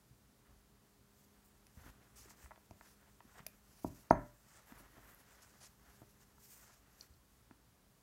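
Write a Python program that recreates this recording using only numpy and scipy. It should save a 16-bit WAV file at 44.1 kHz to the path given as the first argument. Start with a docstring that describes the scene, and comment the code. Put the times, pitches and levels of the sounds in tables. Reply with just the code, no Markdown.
"""On a cloth-covered table in a quiet room, someone draws in a notebook, skin hissing over the page.
They stop to take off its metal clip, which clicks, snaps free and is set down with two knocks:
impacts that excite the damped modes of clip and table. Hands and forearms then slide over paper and
cloth with stick-slip friction, nudging the book, and the pen returns to the page with a tick.
A faint hum lies under it all."""
import sys
import numpy as np
from scipy import signal
from scipy.fft import rfft, irfft, next_fast_len
from scipy.io import wavfile
from scipy.ndimage import map_coordinates

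SR = 44100
rng = np.random.default_rng(int(sys.argv[2]) if len(sys.argv) > 2 else 0)


def to_wav(s):
    """Save 16-bit WAV."""
    ch = np.atleast_2d(s).T  # columns
    pcm = np.round(np.clip(ch, -1, 1) * 32767)  # PCM
    wavfile.write(sys.argv[1], SR, pcm.astype(np.int16))


N = 354034
TIME = np.arange(N) / SR


# The clip snaps or is touched, then lands. Each row: start in seconds, strength in dB,
# lower and upper cutoff in Hz.
CLIP_SNAPS = [(1.668, -8, 1200, 9400), (1.6695, -15, 1190, 9000), (2.7097, -5.5, 1460, 6000),
              (3.4652, 8, 350, 7440), (3.4659, 8, 4970, 15200), (3.4666, 1, 4000, 15000),
              (3.4685, 3, 1490, 13000), (5.1465, -3, 13000, 15500)]
CLIP_LANDING = [(4.1087, 0.5, 2000, 14990)]
# Its modes, held and free. Each row: frequency in Hz, relative level in dB, T60 in seconds.
HELD_MODES = [(635, -55.5, 0.028), (2400, -50, 0.0057), (5000, -48.5, 0.004), (6150, -46, 0.0031),
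              (10000, -44, 0.0055), (12700, -40, 0.0033), (15100, -45, 0.0033)]
FREE_MODES = [(6295, -60.5, 0.21), (6370, -47, 0.037), (10950, -51.5, 0.034), (13450, -66.5, 0.11)]
def metal_clip():
    """Damping: fingers stop the jaws' vibration quickly, while the released clip rings on."""
    held = struck(CLIP_SNAPS, HELD_MODES, crack_db=-52, crack_t60=0.0056)
    free = struck(CLIP_LANDING, FREE_MODES, crack_db=-46.5, crack_t60=0.02)
    return held + free


# Blows on the table. Each row: start in seconds, strength in dB, lower and upper cutoff in Hz.
TABLE_BLOWS = [(2.307, -33.5, 1500, 3500), (2.4592, -31, 1710, 2580), (2.5078, -30, 1036, 2700),
               (2.5125, -34, 950, 2300), (2.516, -29, 1030, 2500), (2.559, -29, 3000, 5030),
               (2.576, -44.5, 300, 1200), (2.7088, -31.5, 120, 680), (2.8098, -29, 1400, 4000),
               (3.2048, -32, 1420, 3260), (3.392, -29, 1900, 2400), (3.8452, -10, 40, 510),
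               (3.8455, -26, 493, 1280), (4.107, -10, 287, 1880), (4.1083, 1, 40, 1640),
               (4.7215, -31, 1500, 4500), (4.968, -41, 249, 700), (4.982, -39, 250, 700),
               (6.017, -33, 60, 550), (6.0175, -41.5, 1300, 2200), (6.027, -39, 99.4, 650),
               (6.381, -41, 1300, 1900), (7.5095, -29.5, 1900, 2298)]
# Modes of table and book. Each row: frequency in Hz, relative level in dB, T60 in seconds.
TABLE_MODES = [(44, -42.5, .42), (68, -43, 0.23), (91, -40, 0.063), (121.9, -40, .32), (158.95, -33, 0.14),
               (207, -35, 0.03), (238, -43, .27), (285, -16, 0.025), (387, -43.5, .22), (590, -43, 0.39),
               (660, -12.5, 0.023), (950, -12, 0.019), (1343, -19, .018), (1720, -24, 0.013),
               (2017, -24, .014), (2490, -33.5, .01), (988, -49, .45), (309, -44, 0.21), (1097, -40, .22)]
def table_knocks():
    """Impact excitation: each blow sets the table top ringing at its natural frequencies."""
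    return struck(TABLE_BLOWS, TABLE_MODES, crack_db=-19.5, crack_t60=0.0054)


# Low thuds of the table: soft bumps, and the bass of the two loud knocks.
# Each row: start in seconds, relative level in dB, frequency in Hz.
LOW_THUDS = [(0.108, -54, 120), (.52, -61, 70), (1.771, -48.5, 85), (1.773, -52.5, 206), (2.257, -51, 370),
             (2.439, -51.5, 63), (2.708, -51, 91), (3.251, -52.5, 240), (3.401, -51, 150),
             (3.8432, -39, 90), (4.109, -32, 125), (4.721, -44, 246), (6.018, -51.5, 114),
             (7.101, -56.5, 80), (7.51, -47.5, 267)]
def table_thuds(t60_cycles=7.8, rise_s=0.0014, gain_db=3.0):
    """Damped oscillation: a blow through the cloth pushes the table top, which swings a few times."""
    out, t = np.zeros(N + SR), TIME[:SR // 4]
    for start_s, db, hz in LOW_THUDS:
        envelope = (1 - np.exp(-t / rise_s)) * decay(t, t60_cycles / hz)
        start = round(start_s * SR)
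        out[start:start + len(t)] += from_db(db + gain_db) * envelope * np.sin(2 * np.pi * hz * t)
    return out[:N]


# The pen's contacts. Each row: start in seconds, strength in dB, lower and upper cutoff in Hz.
PEN_CONTACTS = [(4.1035, -8.5, 2986, 6240), (7.0095, -1.5, 3500, 6130), (7.0112, -10, 3510, 6000),
                (7.1385, -22, 2000, 4460)]
# Its barrel's modes. Each row: frequency in Hz, relative level in dB, T60 in seconds.
BARREL_MODES = [(4330, -41.5, 0.016), (4800, -39, 0.0095), (5750, -39.5, 0.01)]
def pen_ticks():
    """Free vibration: the struck barrel's high, heavily damped modes are heard as a tick."""
    return struck(PEN_CONTACTS, BARREL_MODES, crack_db=-54, crack_t60=0.008)


def struck(contacts, modes, crack_db, crack_t60, scatter_db=1.0):
    """Modal superposition: a contact cracks and rings the modes, duller if soft, thinner if light."""
    out, t = np.zeros(N + SR), TIME[:SR // 2]
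    hz, mode_db, t60 = np.transpose(modes)
    rings = np.sin(2 * np.pi * hz[:, None] * t) * decay(t, t60[:, None])
    signs = (-1) ** np.arange(len(modes))
    for start_s, db, low_hz, high_hz in contacts:
        strengths = signs * from_db(mode_db + scatter_db * rng.standard_normal(len(modes)))
        crack = from_db(crack_db) * rng.standard_normal(len(t)) * decay(t, crack_t60)
        thinned = cut(strengths @ rings + crack, low_hz, "high")
        start = round(start_s * SR)
        out[start:start + len(t)] += from_db(db) * cut(thinned, high_hz, "low", order=3)
    return out[:N]


# Skin strokes the page. Each row: start and length in seconds, fraction spent speeding up,
# relative level in dB, treble offset in dB.
SKIN_STROKES = [(1.09, 0.19, 0.81, -77.5, 2), (1.435, 0.065, .4, -82, 11), (1.72, 0.188, 1, -72.5, 2.5),
                (2.157, .13, 0.12, -63, -3), (2.275, 0.069, 0.38, -66.5, -6), (2.36, 0.13, .55, -68.5, -1),
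                (2.76, 0.2, 0.6, -72.5, 0), (3.26, 0.14, 0.95, -75, -3), (3.61, .25, 0.74, -74, 0),
                (3.81, .08, 0.74, -68, 2.5), (3.88, 0.21, 0.42, -71.5, 1), (4.43, 0.22, .6, -70.5, -10),
                (4.655, .085, 0.18, -75, 6.5), (4.73, 0.1, 0.68, -74, 6.5), (4.98, 0.23, 0.46, -76.5, 8),
                (5.175, 0.053, 0.46, -73, 5.5), (5.25, 0.49, 0.21, -73.5, -5),
                (5.415, 0.042, 0.36, -66, -8), (5.602, 0.077, 0.39, -59, -15), (5.79, 0.24, 0.74, -77, 0.5),
                (6.195, 0.049, 0.67, -70.5, -2), (6.395, 0.083, .5, -67.5, 2.5),
                (6.46, .22, 0.22, -66, 3.5), (6.58, 0.22, 0.4, -69.5, -7), (6.9, .18, 0.8, -73, 0)]
# The hiss of paper. Each row: frequency in Hz, relative spectral density in dB.
PAPER_SPECTRUM = [(900, -23.5), (2500, -3), (3700, -7.5), (4500, -3.5), (6000, -2), (7600, -1),
                  (9300, -2.5), (11000, -3.5), (12500, -3), (15500, -6.5)]
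def paper_hiss(gap_delay_s=0.00016, reflection=0.33, wander=0.11, gain_db=4, light_touch_db=2):
    """Comb filtering: the hiss of skin on paper meets its echo from the changing gap under the hand."""
    stroke, stroke_treble = sliding(SKIN_STROKES)
    idle = fidget(-84)
    hiss = coloured(stick_slip(catches_per_s=16000, spread_db=1.0, judder_db=1.5), PAPER_SPECTRUM)
    lag = gap_delay_s * SR * (1 + wander * drift(19))
    hiss = hiss + reflection * map_coordinates(hiss, [np.arange(N) - lag], order=3)
    idle_treble = from_db(light_touch_db) * idle  # a light touch favours the top octave
    body = np.hypot(stroke, idle) * cut(hiss, 10000, "low", order=3)
    treble = np.hypot(stroke_treble, idle_treble) * cut(hiss, 9200, "high", order=3)
    return from_db(gain_db) * (body + treble)


# Forearm or book drags on the cloth. Each row: start and length in seconds, fraction spent
# speeding up, relative level in dB, rumble offset in dB.
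CLOTH_DRAGS = [(.38, 0.28, 0.33, -80, 8.5), (1.76, 0.15, 0.89, -63, 5), (1.895, 0.4, 0.2, -73.5, 6),
               (2.14, 0.23, 0.48, -70, 3.5), (2.36, 0.14, 0.31, -69.5, 1), (2.78, 0.21, 0.25, -73.5, -2),
               (2.98, 0.13, 0.74, -73, 7), (3.23, .12, .7, -73, -8), (3.335, 0.08, 0.88, -63, -8),
               (3.5, 0.92, 0.6, -81, -4), (4.42, 0.41, 0.28, -71, -18), (4.62, 0.36, 0.42, -67, 3.5),
               (4.92, .1, 0.64, -64, 3.5), (5.0, 0.27, 0.12, -67, -0.5), (5.25, 0.41, 0.13, -69, -8),
               (5.602, 0.087, 0.3, -66, -9), (5.78, 0.31, 0.33, -72, -14), (6.195, 0.049, .5, -73, -3),
               (6.45, 0.34, 0.76, -70.5, -11), (6.82, .26, 0.86, -73, -6)]
# The cloth's rub and the table's rumble. Each row: frequency in Hz, relative spectral density in dB.
RUB_SPECTRUM = [(200, -15), (400, -3), (620, -2), (900, -1), (1300, 0.5), (1900, -1), (2300, -8.5),
                (3100, -11), (5000, -20.5), (10000, -39)]
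RUMBLE_SPECTRUM = [(25, -24), (45, 0.5), (60, 5), (85, -10), (118, -1), (150, -13), (280, -5.5),
                   (380, -15.5), (700, -25), (2000, -50)]
def cloth_rub(rub_gain_db=1.0, rumble_gain_db=-2.5):
    """Forced vibration: dragging over the weave gives a dull rub and makes the table rumble."""
    drag, drag_rumble = sliding(CLOTH_DRAGS)
    rub_level = from_db(rub_gain_db) * np.hypot(drag, fidget(-82.5))
    rumble_level = from_db(rumble_gain_db) * np.hypot(drag_rumble, from_db(-75))  # never quite still
    rub = coloured(stick_slip(catches_per_s=9000, spread_db=1.0, judder_db=2.0), RUB_SPECTRUM)
    rumble = coloured(stick_slip(catches_per_s=230, spread_db=-1.0, judder_db=-0.5), RUMBLE_SPECTRUM)
    return rub_level * rub + rumble_level * rumble


def stick_slip(catches_per_s, spread_db, judder_db):
    """Stick-slip friction: fibres catch and let go in tiny uneven clicks while the pressure judders."""
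    unevenness = from_db(spread_db * np.minimum(rng.exponential(1, N), 4))
    clicks = unevenness * rng.standard_normal(N)
    catches = rng.random(N) < catches_per_s / SR
    return clicks * catches * from_db(judder_db * drift(70))


def sliding(movements, speed_exponent=0.58):
    """Friction noise grows as a power of speed; returns its envelope without and with the offsets."""
    power, offset_power = np.zeros(N), np.zeros(N)
    for start, length, rising, db, offset_db in movements:
        fastest = start + length * np.clip(rising, 0.02, 0.98)
        speed = np.interp(TIME, [start, fastest, start + length], [0, 1, 0])
        rub_power = (from_db(db) * speed ** speed_exponent) ** 2
        power += rub_power
        offset_power += rub_power * from_db(offset_db) ** 2
    return np.sqrt(power), np.sqrt(offset_power)


# The hands' restlessness. Each row: time in seconds, gain in dB.
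HAND_UNREST = [(0, -4.5), (.95, -6), (1.3, -0.5), (4.8, 3), (7.3, -0.5), (7.7, -7)]
def fidget(base_db, swing_db=1.5, changes_per_s=9):
    """Random amplitude modulation: the envelope of the hands' small chance movements."""
    return from_db(base_db + in_time(HAND_UNREST) + swing_db * drift(changes_per_s))


# The room's diffuse tail. Each row: frequency in Hz, gain in dB.
TAIL_GAIN = [(50, -8.5), (150, -5), (300, -10), (700, -14.5), (1000, -16), (1700, -9.5), (3000, -4.5),
             (6000, -14), (15000, -10)]
# Its decay. Each row: frequency in Hz, T60 in seconds.
TAIL_T60 = [(100, 0.28), (500, .3), (1000, 0.24), (2000, 0.4), (4000, 0.17), (12000, .17)]
# Reflections from nearby surfaces. Each row: delay in seconds, gain in dB.
EARLY_ECHOES = [(.0042, -22), (0.0177, -20.5), (.021, -28)]
def room(x, build_s=0.0046):
    """Reverberation: a few early echoes and a diffuse tail that builds up and dies band by band."""
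    t, edges = TIME[:SR // 2], np.geomspace(40, 16000, 16)
    response = np.zeros(len(t))
    for low, high in zip(edges, edges[1:]):
        hz = np.sqrt(low * high)
        envelope = (1 - np.exp(-(t / build_s) ** 2)) * decay(t, at_hz(TAIL_T60, hz))
        tail = cut(rng.standard_normal(len(t)), [low, high], "band") * envelope
        unity_gain = np.sqrt(2 * (high - low) / SR / len(t))
        response += from_db(at_hz(TAIL_GAIN, hz)) * rms_one(tail) * unity_gain
    for delay_s, db in EARLY_ECHOES:
        response[round(delay_s * SR)] += from_db(db)
    return signal.fftconvolve(x, response)[:N]


# The hum's partials. Each row: frequency in Hz, base level in dB.
HUM_PARTIALS = [(204, -79.5), (407, -85)]
# It swells and sinks. Each row: time in seconds, gain in dB.
HUM_GAIN = [(0, -5), (.8, 1.5), (3.3, 2), (4.5, -5), (5.8, 0.5), (6.05, 4.5), (6.4, 2.5), (6.8, -5.5),
            (8.03, -7)]
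def faint_hum(pitch_wander=0.0017, flutter_db=1.1):
    """Frequency and amplitude modulation: two low partials waver in pitch and level."""
    swell_db = in_time(HUM_GAIN)
    phase_per_hz = 2 * np.pi * np.cumsum(1 + pitch_wander * drift(15)) / SR
    hum = np.zeros(N)
    for hz, db in HUM_PARTIALS:
        amplitude = np.sqrt(2) * from_db(db + swell_db + flutter_db * drift(4))
        hum += amplitude * np.sin(hz * phase_per_hz)
    return hum


# The quiet room's air. Each row: frequency in Hz, relative spectral density in dB.
AIR_SPECTRUM = [(20, -26), (35, -14), (56, -2), (88, -11.5), (118, -6), (150, -10), (280, -17),
                (500, -20.5), (1100, -22), (2500, -29.5), (5000, -29.5), (15500, -32.5)]
def still_air(level_db=-70):
    """Stationary noise: a steady broadband floor, strongest in the bass."""
    return from_db(level_db) * coloured(rng.standard_normal(N), AIR_SPECTRUM)


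def from_db(db):
    """Decibels as an amplitude ratio."""
    return 10 ** (np.asarray(db) / 20)


def rms_one(x):
    """Normalisation to unit RMS."""
    return x / np.sqrt(np.mean(x ** 2) + 1e-20)


def decay(t, t60):
    """Exponential decay, falling 60 dB in t60 seconds."""
    return np.exp(-np.log(1000) * t / t60)


def in_time(points):
    """Linear interpolation of a curve at every sample."""
    seconds, values = np.transpose(points)
    return np.interp(TIME, seconds, values)


def at_hz(points, hz):
    """Interpolation on a log-frequency axis."""
    known_hz, values = np.transpose(points)
    return np.interp(np.log(hz + 1e-9), np.log(known_hz), values)


def cut(x, hz, kind, order=2):
    """Butterworth filtering; kind names the band that passes."""
    edges = np.clip(hz, 10, 0.47 * SR)
    return signal.sosfilt(signal.butter(order, edges, kind, fs=SR, output="sos"), x)


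def coloured(x, spectrum):
    """Spectral shaping of a steady excitation, at unit RMS."""
    size = next_fast_len(N)
    bins = rfft(x, size)
    gains = from_db(at_hz(spectrum, np.arange(len(bins)) * SR / size))
    return rms_one(irfft(bins * gains, size)[:N])


def drift(rate_hz):
    """Slow random fluctuation at unit RMS."""
    knots = rng.standard_normal(4096)
    return rms_one(np.interp(TIME * rate_hz, np.arange(len(knots)), knots))


def scene():
    """Direct and reverberant sound: knocks fill the room; small sounds, shielded by hands, stay close."""
    knocks = table_knocks() + table_thuds()
    close = metal_clip() + pen_ticks() + paper_hiss() + cloth_rub()
    reverberation = room(knocks + from_db(-4.5) * close)
    return (knocks + close + reverberation + faint_hum() + still_air())[None]


def record(dry, low_hz=29, high_hz=15800):
    """Band limiting: the microphone drops the deepest bass, and the top is cut steeply."""
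    lowpass = signal.ellip(12, 0.1, 70, high_hz, fs=SR, output="sos")
    return signal.sosfilt(lowpass, cut(dry, low_hz, "high", order=4))


dry = scene()
out = record(dry)
to_wav(out)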